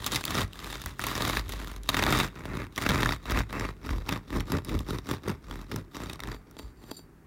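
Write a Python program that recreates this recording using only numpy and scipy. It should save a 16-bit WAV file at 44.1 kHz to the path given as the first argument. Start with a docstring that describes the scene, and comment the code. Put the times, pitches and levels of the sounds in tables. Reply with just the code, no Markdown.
"""Sawing a crisp loaf

A serrated knife saws through a loaf on a cloth-covered table in a small kitchen.
Random tooth bites set off cracks and splinters in the crust and noisy hums in loaf and table.
Larger pieces snap in coloured bursts, and cracks ring in the blade through narrow resonances.
The strokes get shorter and duller towards the bottom crust; then the knife bumps, slides and rings free.
A short tail of fading noise gives the room, and steady coloured noise its still air."""
import sys
import numpy as np
from scipy import signal
from scipy.fft import rfft, irfft
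from scipy.io import wavfile

SR = 44100
rng = np.random.default_rng(int(sys.argv[2]) if len(sys.argv) > 2 else 0)


def generate_wav(sig):
    """Save sig (samples, or channels by samples) to the path in sys.argv[1] as 16-bit PCM at SR."""
    pcm = np.round(np.clip(np.atleast_2d(sig).T, -1, 1) * 32767).astype(np.int16)
    wavfile.write(sys.argv[1], SR, pcm)


N = 320166
TIME = np.arange(N) / SR


def from_db(db):
    """Turn decibels into gain."""
    return np.exp(np.asarray(db) * np.log(10) / 20)


def unit_energy(x):
    """Scale so that the squares sum to one."""
    return x / np.sqrt(np.sum(x ** 2) + 1e-20)


def through(x, response):
    """Pass a sound through an impulse response."""
    return signal.oaconvolve(x, response)[:len(x)]


def response_of(spectrum, size=8192):
    """Make an impulse response with the given colour that starts at once (minimum phase)."""
    hz, db = np.transpose(spectrum)
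    grid = np.maximum(np.fft.rfftfreq(size, 1 / SR), 1)
    colour_db = np.interp(np.log(grid), np.log(hz), db)
    cepstrum = irfft(np.log(from_db(colour_db)))
    # Folding the cepstrum onto its first half puts all the sound after time zero.
    cepstrum[1:size // 2] *= 2
    cepstrum[size // 2 + 1:] = 0
    return unit_energy(irfft(np.exp(rfft(cepstrum))))


def evened(x, span_s):
    """Hold the running rms near one while keeping the faster grain."""
    window = signal.windows.hann(int(span_s * SR) | 1)
    power = signal.oaconvolve(x ** 2, window / window.sum(), "same")
    return x / np.sqrt(np.maximum(power, 0) + 1e-4 * np.mean(x ** 2))


def resonance(x, hz, width_hz):
    """Ring at one frequency, with gain one at the top; a narrow width rings longer."""
    radius = np.exp(-np.pi * width_hz / SR)
    angle = 2 * np.pi * min(hz, .45 * SR) / SR
    feed = np.array([1, 0, -1]) * (1 - radius * radius) / 2
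    feedback = [1, -2 * radius * np.cos(angle), radius * radius]
    return signal.lfilter(feed, feedback, x + 1e-18)


def wander(per_s):
    """Drift slowly by chance, with random turning points of spread one."""
    knots = rng.standard_normal(int(TIME[-1] * per_s) + 2)
    return np.interp(TIME * per_s, np.arange(len(knots)), knots)


def dying(rows, rise_s):
    """Gain of a set of blows (start s, dB, time to fall 60 dB in s): each rises quickly and dies away."""
    total = 0
    for s, db, t60 in rows:
        fall_db = 60 * np.maximum(TIME - s, 0) / max(t60, .005)
        total = total + from_db(db - fall_db) * np.clip(1 + (TIME - s) / rise_s, 0, 1)
    return total


def fracture(t60, crumble_db, size=1536):
    """A sharp break and a dying spray of tiny ones, coloured by the pitch of the flake that comes off."""
    spray = rng.standard_normal(size) * rng.exponential(1, size)
    fade = from_db(-60 * TIME[:size] / max(t60, .002))
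    burst = from_db(crumble_db) * unit_energy(spray * fade)
    burst[0] += 1
    hz = 900 * 2 ** rng.uniform(0, 3.3)
    return unit_energy(burst + 2.2 * resonance(burst, hz, hz / 9))


def tooth_catches(per_s, spread_db):
    """Teeth catch at random moments: many small bites, a few big ones."""
    sizes = from_db(spread_db * np.minimum(rng.exponential(1, N), 4))
    return (rng.random(N) < per_s / SR) * sizes * rng.choice([-1, 1], N)


def flakes(catches, t60, crumble_db, count=48):
    """Every bite breaks one of many kinds of flake, each kind with a crack of its own."""
    cracks = [fracture(t60, crumble_db) for k in range(count)]
    dealt = rng.integers(0, count, N)
    out = np.zeros(N + SR)
    for at in np.flatnonzero(catches):
        crack = cracks[dealt[at]]
        out[at:at + len(crack)] += catches[at] * crack
    return out[:N]


def scraped(bites, colour, rub_db, span_s):
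    """Bites and the smooth rub of the blade's side, sounding in one part; rms near 1."""
    drive = evened(bites, 0.27) + from_db(rub_db) * rng.standard_normal(N)
    return evened(through(drive, response_of(colour)), span_s)


# Colour of the kitchen's still air. Each row: frequency in Hz, relative level per Hz in dB.
AIR = [(18, -34), (30, -12), (53, -7), (103, -17), (161, -11.5), (174, -15), (415, -18), (486, -30.5),
       (1720, -33.5), (3490, -49.5), (16000, -51.5)]
AIR_DB = -53.5


def still_air():
    """The quiet room is steady noise with a fixed colour."""
    return from_db(AIR_DB) * through(rng.standard_normal(N), response_of(AIR))


# The loaf rocks and thumps the table. Each row: start in seconds, table level in dB,
# loaf bounce level in dB, time to die away by 60 dB in seconds. A small trim follows in shaking().
ROCKS = [(0.0, -40, -42.5, 0.46), (0.438, -33, -28.5, 0.15), (0.86, -40, -36.5, 0.34),
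         (1.385, -30.5, -46, 0.32), (1.47, -39, -54.5, 0.37), (1.77, -39, -58, 0.93),
         (2.12, -38, -32, 0.12), (2.9, -43.5, -24, 0.16), (3.045, -31, -48, 0.45), (3.335, -26.5, -34, 0.2),
         (3.405, -45, -31.5, 0.29), (3.91, -27.5, -42, 0.53), (4.755, -30, -37, 0.25),
         (6.65, -38.5, -62, 0.25)]
THUMP_RISE_S = 0.019


def rocking():
    """Gains of table and loaf as each thump rises quickly and dies away."""
    table_thumps = dying([(s, db, t60) for s, db, _, t60 in ROCKS], THUMP_RISE_S)
    loaf_thumps = dying([(s, db, t60) for s, _, db, t60 in ROCKS], THUMP_RISE_S)
    return table_thumps, loaf_thumps


# One push or pull of the knife; the last two draw it out of the cut. Each row: teeth grip in seconds,
# hardest point in seconds, knife stops in seconds, then levels in dB, before small trims, of the
# crust crunch, fine splinters, loaf and table.
STROKES = [ (0.021, 0.154, 0.21, -36.5, -35.5, -39.5, -43), (0.273, 0.383, 0.43, -30.5, -32, -32.5, -42),
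           (0.552, 0.678, 0.91, -43, -43, -47.5, -44.5), (1.013, 1.262, 1.401, -32.5, -34.5, -36, -36.5),
           (1.465, 1.537, 1.767, -44, -45, -45, -37), (1.903, 2.136, 2.256, -28.5, -32.5, -30, -33),
           (2.361, 2.576, 2.655, -39.5, -48, -36.5, -41), (2.788, 2.947, 3.143, -30, -36, -31, -34),
           (3.268, 3.393, 3.408, -31.5, -39, -32.5, -27.5), (3.51, 3.623, 3.695, -35.5, -45, -34.5, -35.5),
           (3.831, 3.926, 4.014, -43, -50, -37.5, -33), (4.08, 4.11, 4.168, -34, -43, -32, -40),
           (4.309, 4.373, 4.412, -36.5, -44, -29, -28), (4.496, 4.535, 4.586, -34.5, -43.5, -27, -37),
           (4.669, 4.746, 4.81, -42.5, -49.5, -32.5, -30), (4.873, 4.91, 4.99, -40, -44.5, -33, -36.5),
           (5.076, 5.1, 5.158, -37, -43, -32, -43), (5.251, 5.286, 5.324, -37, -46.5, -30.5, -40),
           (5.448, 5.515, 5.64, -47.5, -54, -44, -38.5), (5.704, 5.745, 5.8, -44.5, -49, -34, -41),
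           (5.948, 6.016, 6.15, -43, -48, -40, -42), (6.22, 6.285, 6.34, -42, -50, -40, -38),
           (6.573, 6.593, 6.7, -58, -51, -52.5, -59), (6.781, 6.915, 6.91, -56.5, -51, -51.5, -57)]
GRIP_DB_PER_S, STOP_DB_PER_S = 534, 569
# Between strokes the held loaf still creaks, less as the cut opens; at the end the hands let go.
CREAK_FALL_DB_PER_S = 1.1
LET_GO_S, LET_GO_DB_PER_S = 6.35, 10


def stroke_force(levels_db, creak_db, swell_db, ease_db, grip_db_per_s=GRIP_DB_PER_S,
                 stop_db_per_s=STOP_DB_PER_S, fall_db_per_s=CREAK_FALL_DB_PER_S, lag_s=0):
    """Gain of one part over all strokes: grip, swell, ease and stop, above the creak of the held loaf."""
    t = TIME[::32] - lag_s  # a coarse clock is enough for slow changes
    let_go_db = LET_GO_DB_PER_S * np.maximum(t - LET_GO_S, 0)
    power = from_db(creak_db - fall_db_per_s * t - let_go_db) ** 2
    for (start, hardest, stop, *_), db in zip(STROKES, levels_db):
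        cutting = np.interp(t, [start, hardest, stop], [-swell_db, 0, -ease_db])
        fading = grip_db_per_s * np.maximum(start - t, 0) + stop_db_per_s * np.maximum(t - stop, 0)
        power = power + from_db(db + cutting - fading) ** 2
    return np.interp(TIME, t + lag_s, np.sqrt(power))


def forces():
    """How hard table, loaf, its hollow, crust and splinters are driven by the strokes and the rocking."""
    crust_db, splinters_db, loaf_db, table_db = np.transpose(STROKES)[3:]
    crunch = stroke_force(crust_db, creak_db=-60, swell_db=7, ease_db=5.5)
    # A light touch already sheds splinters.
    splinter = stroke_force(splinters_db, creak_db=-67.5, swell_db=6.5, ease_db=5.5,
                            grip_db_per_s=341, fall_db_per_s=1.5)
    # The soft loaf answers to force more steeply than the crust.
    thrum = stroke_force(loaf_db, creak_db=-55, swell_db=10, ease_db=8.5)
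    # The heavy parts answer later and die away more slowly.
    bounce = stroke_force(loaf_db, creak_db=-55, swell_db=10, ease_db=8.5,
                          stop_db_per_s=281, lag_s=0.013)
    # Only the height of a stroke shakes the table.
    rumble = stroke_force(table_db, creak_db=-53, swell_db=10.5, ease_db=7,
                          stop_db_per_s=170, lag_s=0.0081)
    table_thumps, loaf_thumps = rocking()
    return np.hypot(rumble, table_thumps), np.hypot(bounce, loaf_thumps), thrum, crunch, splinter


# Colours of the table, the bouncing loaf and its hollow thrum.
# Each row: frequency in Hz, relative level per Hz in dB.
TABLE = [(15, -50), (28, -21), (37, -13.5), (46, 4.5), (62, -4), (85, -10.5), (120, -24.5), (250, -77.5)]
BOUNCE = [(44, -29), (75, 4.5), (118, 3), (178, -8), (200, -10.5), (260, -28), (440, -120)]
THRUM = [(110, -30), (180, -4), (275, 3), (334, -1.5), (415, -3.5), (476, -11), (511, -8), (545, -15),
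         (600, -11), (780, -36.5), (1320, -120)]


def shaking(catches, rumble, bounce, thrum, resistance):
    """The bites shake the table and loaf, and the loaf's hollow thrums with the uneven resistance."""
    table = from_db(2.5) * rumble * scraped(catches, TABLE, rub_db=-26.0, span_s=0.044)
    loaf = from_db(0.8) * bounce * scraped(catches, BOUNCE, rub_db=-14.0, span_s=0.038)
    hollow = from_db(-0.22) * thrum * scraped(catches, THRUM, rub_db=-12, span_s=0.043)
    return table + loaf + resistance * hollow


# Larger pieces of crust snapping. Each row: start in seconds, then levels in dB, before fixed boosts,
# of the crunch, splinters and bright tick, and the crumbling time to fall 60 dB in seconds.
SNAPS = [(0.064, -27, -13.5, -18, 0.046), (0.119, -33, -18.5, -42, 0.039), (0.159, -23.5, -13, -23, 0.046),
         (0.239, -29, -25.5, -33, 0.012), (0.2531, -37, -17.5, -18, 0.0091),
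         (0.3062, -28, -19.5, -43, 0.034), (0.5322, -54.5, -30.5, -49, 0.0053),
         (0.728, -34, -28, -46, 0.0097), (0.817, -39, -30, -33, 0.024),
         (0.8602, -29.5, -29.5, -24.5, 0.026), (0.9943, -24.5, -41, -30.5, 0.014),
         (1.039, -24.5, -23, -28, 0.025), (1.0674, -25, -20, -21, 0.046), (1.165, -33, -35, -39, 0.014),
         (1.251, -27.5, -17.5, -41, 0.018), (1.3698, -19, -19.5, -42, 0.012),
         (1.493, -37, -29.5, -29.5, 0.008), (1.5213, -36, -24, -34, 0.045), (1.8336, -56, -36, -43, 0.014),
         (1.8902, -18.5, -9.5, -37, 0.031), (1.944, -19.5, -16.5, -39, 0.026),
         (1.9679, -20, -15.5, -29, 0.034), (1.9904, -20, -19, -45, 0.035), (2.0238, -20, -20, -44, 0.013),
         (2.065, -18.5, -18, -41, 0.015), (2.1253, -21.5, -20, -25, 0.013), (2.2, -16.5, -13.5, -36, 0.052),
         (2.7607, -53, -27, -43, 0.013), (2.778, -21.5, -19, -45, 0.024), (2.8207, -29, -23, -37, 0.017),
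         (2.8903, -24, -16.5, -23.5, 0.025), (3.059, -16.5, -21.5, -45, 0.011),
         (3.0907, -20.5, -19, -43, 0.014), (3.1222, -22.5, -22.5, -49, 0.032),
         (3.3078, -27.5, -24.5, -29, 0.022), (3.4049, -26, -31, -50, 0.014),
         (3.5279, -29, -28.5, -52.5, 0.012), (3.8913, -28.5, -33, -60, 0.017),
         (4.0905, -24, -21.5, -44, 0.017), (4.1255, -30, -25, -42, 0.017), (4.4047, -34, -26, -45, 0.015),
         (4.5196, -26.5, -22.5, -32, 0.016), (4.6481, -45.5, -36.5, -36.5, 0.024),
         (4.6921, -34, -28.5, -54, 0.033), (4.791, -43, -28, -35, 0.0081), (5.0892, -33, -31, -39, 0.0085),
         (5.283, -32, -29.5, -40, 0.013), (5.5109, -33.5, -29.5, -49, 0.018), (5.715, -31, -29, -42, 0.023),
         (5.761, -32.5, -32, -29, 0.02), (6.0971, -34, -29, -42, 0.016), (6.133, -44, -31, -39, 0.013),
         (6.1934, -37.5, -43, -55, 0.0079), (6.2028, -34, -30, -41, 0.011),
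         (6.236, -32.5, -28.5, -48, 0.005), (6.2736, -38, -33.5, -51, 0.0053),
         (6.5117, -51.5, -60, -48, 0.015), (6.5891, -43, -31.5, -56, 0.029)]
STALL_S, STALL_DB = 0.013, 3.5


def stalling():
    """Gain of the crunch, which sags while the teeth are stuck and is freed by each snap."""
    stuck = 0
    for s, *_ in SNAPS:
        moments = [s - 2 * STALL_S, s - STALL_S / 2, s, s + .002]
        stuck = stuck + np.interp(TIME, moments, [0, 1, 1, 0])
    return from_db(-STALL_DB * np.minimum(stuck, 1))


BOTTOM_CRUST_HZ, BOTTOM_CRUST_WIDTH_HZ, BOTTOM_CRUST_DB = 865, 560, -4
BOTTOM_FROM_S, BOTTOM_FULL_S = 3.9, 3.95


def deepened(crunch):
    """The thick bottom crust adds a low woody ring as the cut reaches it; rms near 1."""
    reached = np.interp(TIME, [BOTTOM_FROM_S, BOTTOM_FULL_S], [0, 1])
    ring = from_db(BOTTOM_CRUST_DB) * resonance(crunch, BOTTOM_CRUST_HZ, BOTTOM_CRUST_WIDTH_HZ)
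    return evened(crunch + reached * ring, span_s=0.096)


# Colours of the crust and its splinters. Each row: frequency in Hz, relative level per Hz in dB.
CRUST = [(310, -24.5), (520, -6), (547, -10), (596, -1.5), (719, -4), (986, 0), (1200, 1.5), (1300, -1.5),
         (1540, -5), (1910, -1), (2660, -9), (2900, -20), (3770, -39), (6380, -120)]
SPLINTERS = [(1590, -43), (2700, -3.5), (2890, -5), (3770, -2.5), (4350, -8.5), (7230, -12.5), (7910, -16),
             (14500, -17), (15900, -20.5), (16500, -58)]


def breaking_crust(catches, crunch, splinter, resistance, grip):
    """Each bite cracks the crust and sheds splinters of varied size."""
    cracking = flakes(catches, t60=.012, crumble_db=2)
    varied = catches * from_db(3 * rng.standard_normal(N))
    shedding = flakes(varied, t60=.009, crumble_db=3)
    crust_sound = deepened(scraped(cracking, CRUST, rub_db=-6.5, span_s=0.062))
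    crust = from_db(-0.7) * crunch * crust_sound
    fine = from_db(-3.0) * splinter * scraped(shedding, SPLINTERS, rub_db=-4.5, span_s=0.17)
    return resistance * (stalling() * crust + grip * fine)


# A fine rasp on the top crust, coarser bites further down.
# Each row: time in seconds, bites per second at full effort.
BITES = [(0, 820), (.37, 2100), (.7, 1670), (1.25, 1240), (2.0, 490), (2.5, 417), (3.0, 454), (4.5, 1020),
         (6.3, 800), (6.7, 6100)]
UNEVEN_DB, UNEVEN_PER_S = 2.14, 60


def sawing(grip):
    """The same bites break the crust and shake loaf and table; harder strokes bite more often."""
    rumble, bounce, thrum, crunch, splinter = forces()
    effort = np.sqrt(crunch / crunch.max())
    per_s = np.interp(TIME, *np.transpose(BITES)) * (1 + 2 * effort) / 3
    catches = tooth_catches(per_s, spread_db=5.5)
    # The crust resists unevenly from tooth to tooth.
    resistance = from_db(UNEVEN_DB * wander(UNEVEN_PER_S))
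    body = shaking(catches, rumble, bounce, thrum, resistance)
    return body, breaking_crust(catches, crunch, splinter, resistance, grip)


# Steel resonances while the loaf grips the blade. Each row: middle frequency in Hz, width in Hz,
# gain in dB at the top crust, gain in dB at the bottom crust; the gains also wander.
BLADE_HELD = [(3770, 230, -7, -1.5), (4640, 92, -9, 1.5), (5540, 560, -22, 0.5), (7240, 60, -7, 2),
              (8880, 110, 3, 5), (9950, 160, -5, 3.5), (11470, 230, 0, -17), (11960, 130, -27, 8.5),
              (13800, 280, -7, -1), (15100, 200, -1, -4)]


def held_blade(crackle):
    """Cracks ring in the steel; each stroke clamps it anew, shifting its modes; depth changes their mix."""
    depth = np.interp(TIME, [1.5, 4.0], [0, 1])
    per_stroke = np.split(crackle, [round(start * SR) for start, *_ in STROKES[1:]])
    out = np.zeros(N)
    for hz, width_hz, top_db, bottom_db in BLADE_HELD:
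        rings = [resonance(part, hz * rng.normal(1, .02), width_hz) for part in per_stroke]
        contact_db = 4.5 * wander(per_s=22)
        mix_db = top_db + depth * (bottom_db - top_db)
        out += from_db(mix_db + contact_db) * np.concatenate(rings)
    return out


# Colours of the loaf's thud and the bright tick of a snap.
# Each row: frequency in Hz, relative level per Hz in dB.
LOAF = [(47, -26), (80, 0.5), (119, 7.5), (183, -7), (276, 0.5), (542, -12), (600, -25), (780, -24),
        (1320, -120)]
TICK = [(2000, -45), (6000, -3), (8500, -8), (12000, -5.5), (16000, -5)]
SNAP_THUD_DB = -5.5  # the loaf's thud, relative to the crunch of the snap


def snaps():
    """A big break thuds in the loaf, cracks in the crust, throws splinters and starts with a bright tick."""
    loaf, crust, splinters, bright = map(response_of, (LOAF, CRUST, SPLINTERS, TICK))
    out = np.zeros(N + SR)
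    for s, crunch_db, splinter_db, tick_db, t60 in SNAPS:
        crack = unit_energy(through(crust, fracture(t60, crumble_db=5)))
        spray = unit_energy(through(splinters, fracture(t60, crumble_db=9)))
        tick = unit_energy(through(bright, fracture(t60 / 2, crumble_db=-9.0)))
        snap = from_db(crunch_db + 19.0) * (from_db(SNAP_THUD_DB) * loaf - crack)
        snap = snap - from_db(splinter_db + 10.5) * spray
        snap = snap - from_db(tick_db + 14.0) * tick
        at = max(round(s * SR), 0)
        out[at:at + len(loaf)] += snap
    return out[:N]


# The knife bumps as it is drawn out. Each row: start in seconds, strength in dB.
KNOCKS = [(6.346, -40), (6.568, -42.5), (6.596, -37.5), (6.84, -46), (6.915, -32.5), (6.993, -46)]
# Modes of that bump. Each row: frequency in Hz, width in Hz, height in dB relative to the blow.
KNOCK = [(278, 73, 5), (417, 90, -2), (620, 42, -11.5), (866, 35, -10.5), (1308, 120, -28), (2600, 73, -16),
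         (3250, 120, -7.5)]


def knocks():
    """Short hollow bumps of the knife: each blow sets off a few quickly fading modes."""
    blows = np.zeros(N)
    for s, db in KNOCKS:
        blows[round(s * SR)] = from_db(db)
    out = np.zeros(N)
    for hz, width_hz, db in KNOCK:
        height = from_db(db) * SR / (2 * np.pi * width_hz)  # undoes the loss of a narrow resonance
        out += height * resonance(blows, hz, width_hz)
    return out


# Modes of the free blade. Each row: frequency in Hz, level in dB relative to the other modes.
BLADE = [(3854, -68), (4527, -62), (4650, -58), (5949, -71), (7305, -62), (8775, -64.5), (9948, -83),
         (10379, -71), (11359, -72), (12096, -69), (13135, -75), (14034, -70), (14901, -70)]
# The blade rings as it touches the plate or clips the crust. Each row: start in seconds, # level in dB before
# the ting and scrape are mixed, time to die away by 60 dB in seconds.
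BLADE_TAPS = [(6.347, -59, 0.15), (6.584, -56, 0.36), (6.915, -38.5, 0.017), (6.969, -45.5, 0.15)]
TAP_RISE_S = 0.0056
TAP_CLEAN_DB, TAP_SCRAPE_DB = 0, -2.5  # a tap is part pure ting, part scraped ring
# Towards the end the blade slides along the crust, singing louder and louder.
SLIDE_START_S, SLIDE_END_S = 6.77, 6.96
SLIDE_DB, SLIDE_SWELL_DB = -53, 20


def free_blade():
    """Undamped steel sings unevenly where it scrapes the crust and tings where it touches the plate or clips
    the crust."""
    scrape = evened(tooth_catches(per_s=6000, spread_db=1.5), 0.065)
    singing, ting = np.zeros(N), np.zeros(N)
    for hz, db in BLADE:
        contact_db = 4 * wander(per_s=18)
        singing += from_db(db + contact_db) * resonance(scrape, hz, width_hz=66)
        ting += from_db(db) * np.sin(2 * np.pi * (hz * TIME + rng.random()))
    travel = (TIME - SLIDE_START_S) / (SLIDE_END_S - SLIDE_START_S)
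    slide_db = SLIDE_DB - SLIDE_SWELL_DB * (1 - np.clip(travel, 0, 1))
    slide = from_db(slide_db) * (travel > 0) * (travel < 1)
    taps = dying(BLADE_TAPS, TAP_RISE_S)
    scraped_ring = (slide + from_db(TAP_SCRAPE_DB) * taps) * evened(singing, 0.066)
    return scraped_ring + from_db(TAP_CLEAN_DB) * taps * ting / ting.std()


KITCHEN_T60_S, KITCHEN_DB = 0.4, -27


def kitchen(x, size=16384):
    """A short diffuse tail that starts when the first wall answers."""
    age = TIME[:size]
    tail = rng.standard_normal(size) * from_db(-60 * age / KITCHEN_T60_S) * (age > .004)
    dull = signal.sosfilt(signal.butter(1, 7000, fs=SR, output="sos"), tail)
    return from_db(KITCHEN_DB) * through(x, unit_energy(dull))


def scene():
    """Knife, loaf and table sound directly and through the room's tail, over still air."""
    free = np.interp(TIME, [6.52, 6.58, 7.02, 7.1], [0, 1, 1, 0])  # 1 while the blade is out of the cut
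    body, crackle = sawing(grip=1 - 0.68 * free)
    crackle = crackle + snaps()
    near = body + crackle + (1 - free) * held_blade(crackle) + knocks() + free_blade()
    return (near + kitchen(near) + still_air())[None]


CUTOFF_HZ = 15900


def record(dry):
    """The microphone drops the deepest bass; the top is cut steeply."""
    thinned = signal.sosfilt(signal.butter(2, 38, "high", fs=SR, output="sos"), dry)
    return signal.sosfilt(signal.ellip(10, .3, 80, CUTOFF_HZ, fs=SR, output="sos"), thinned)


dry = scene()
out = record(dry)
generate_wav(out)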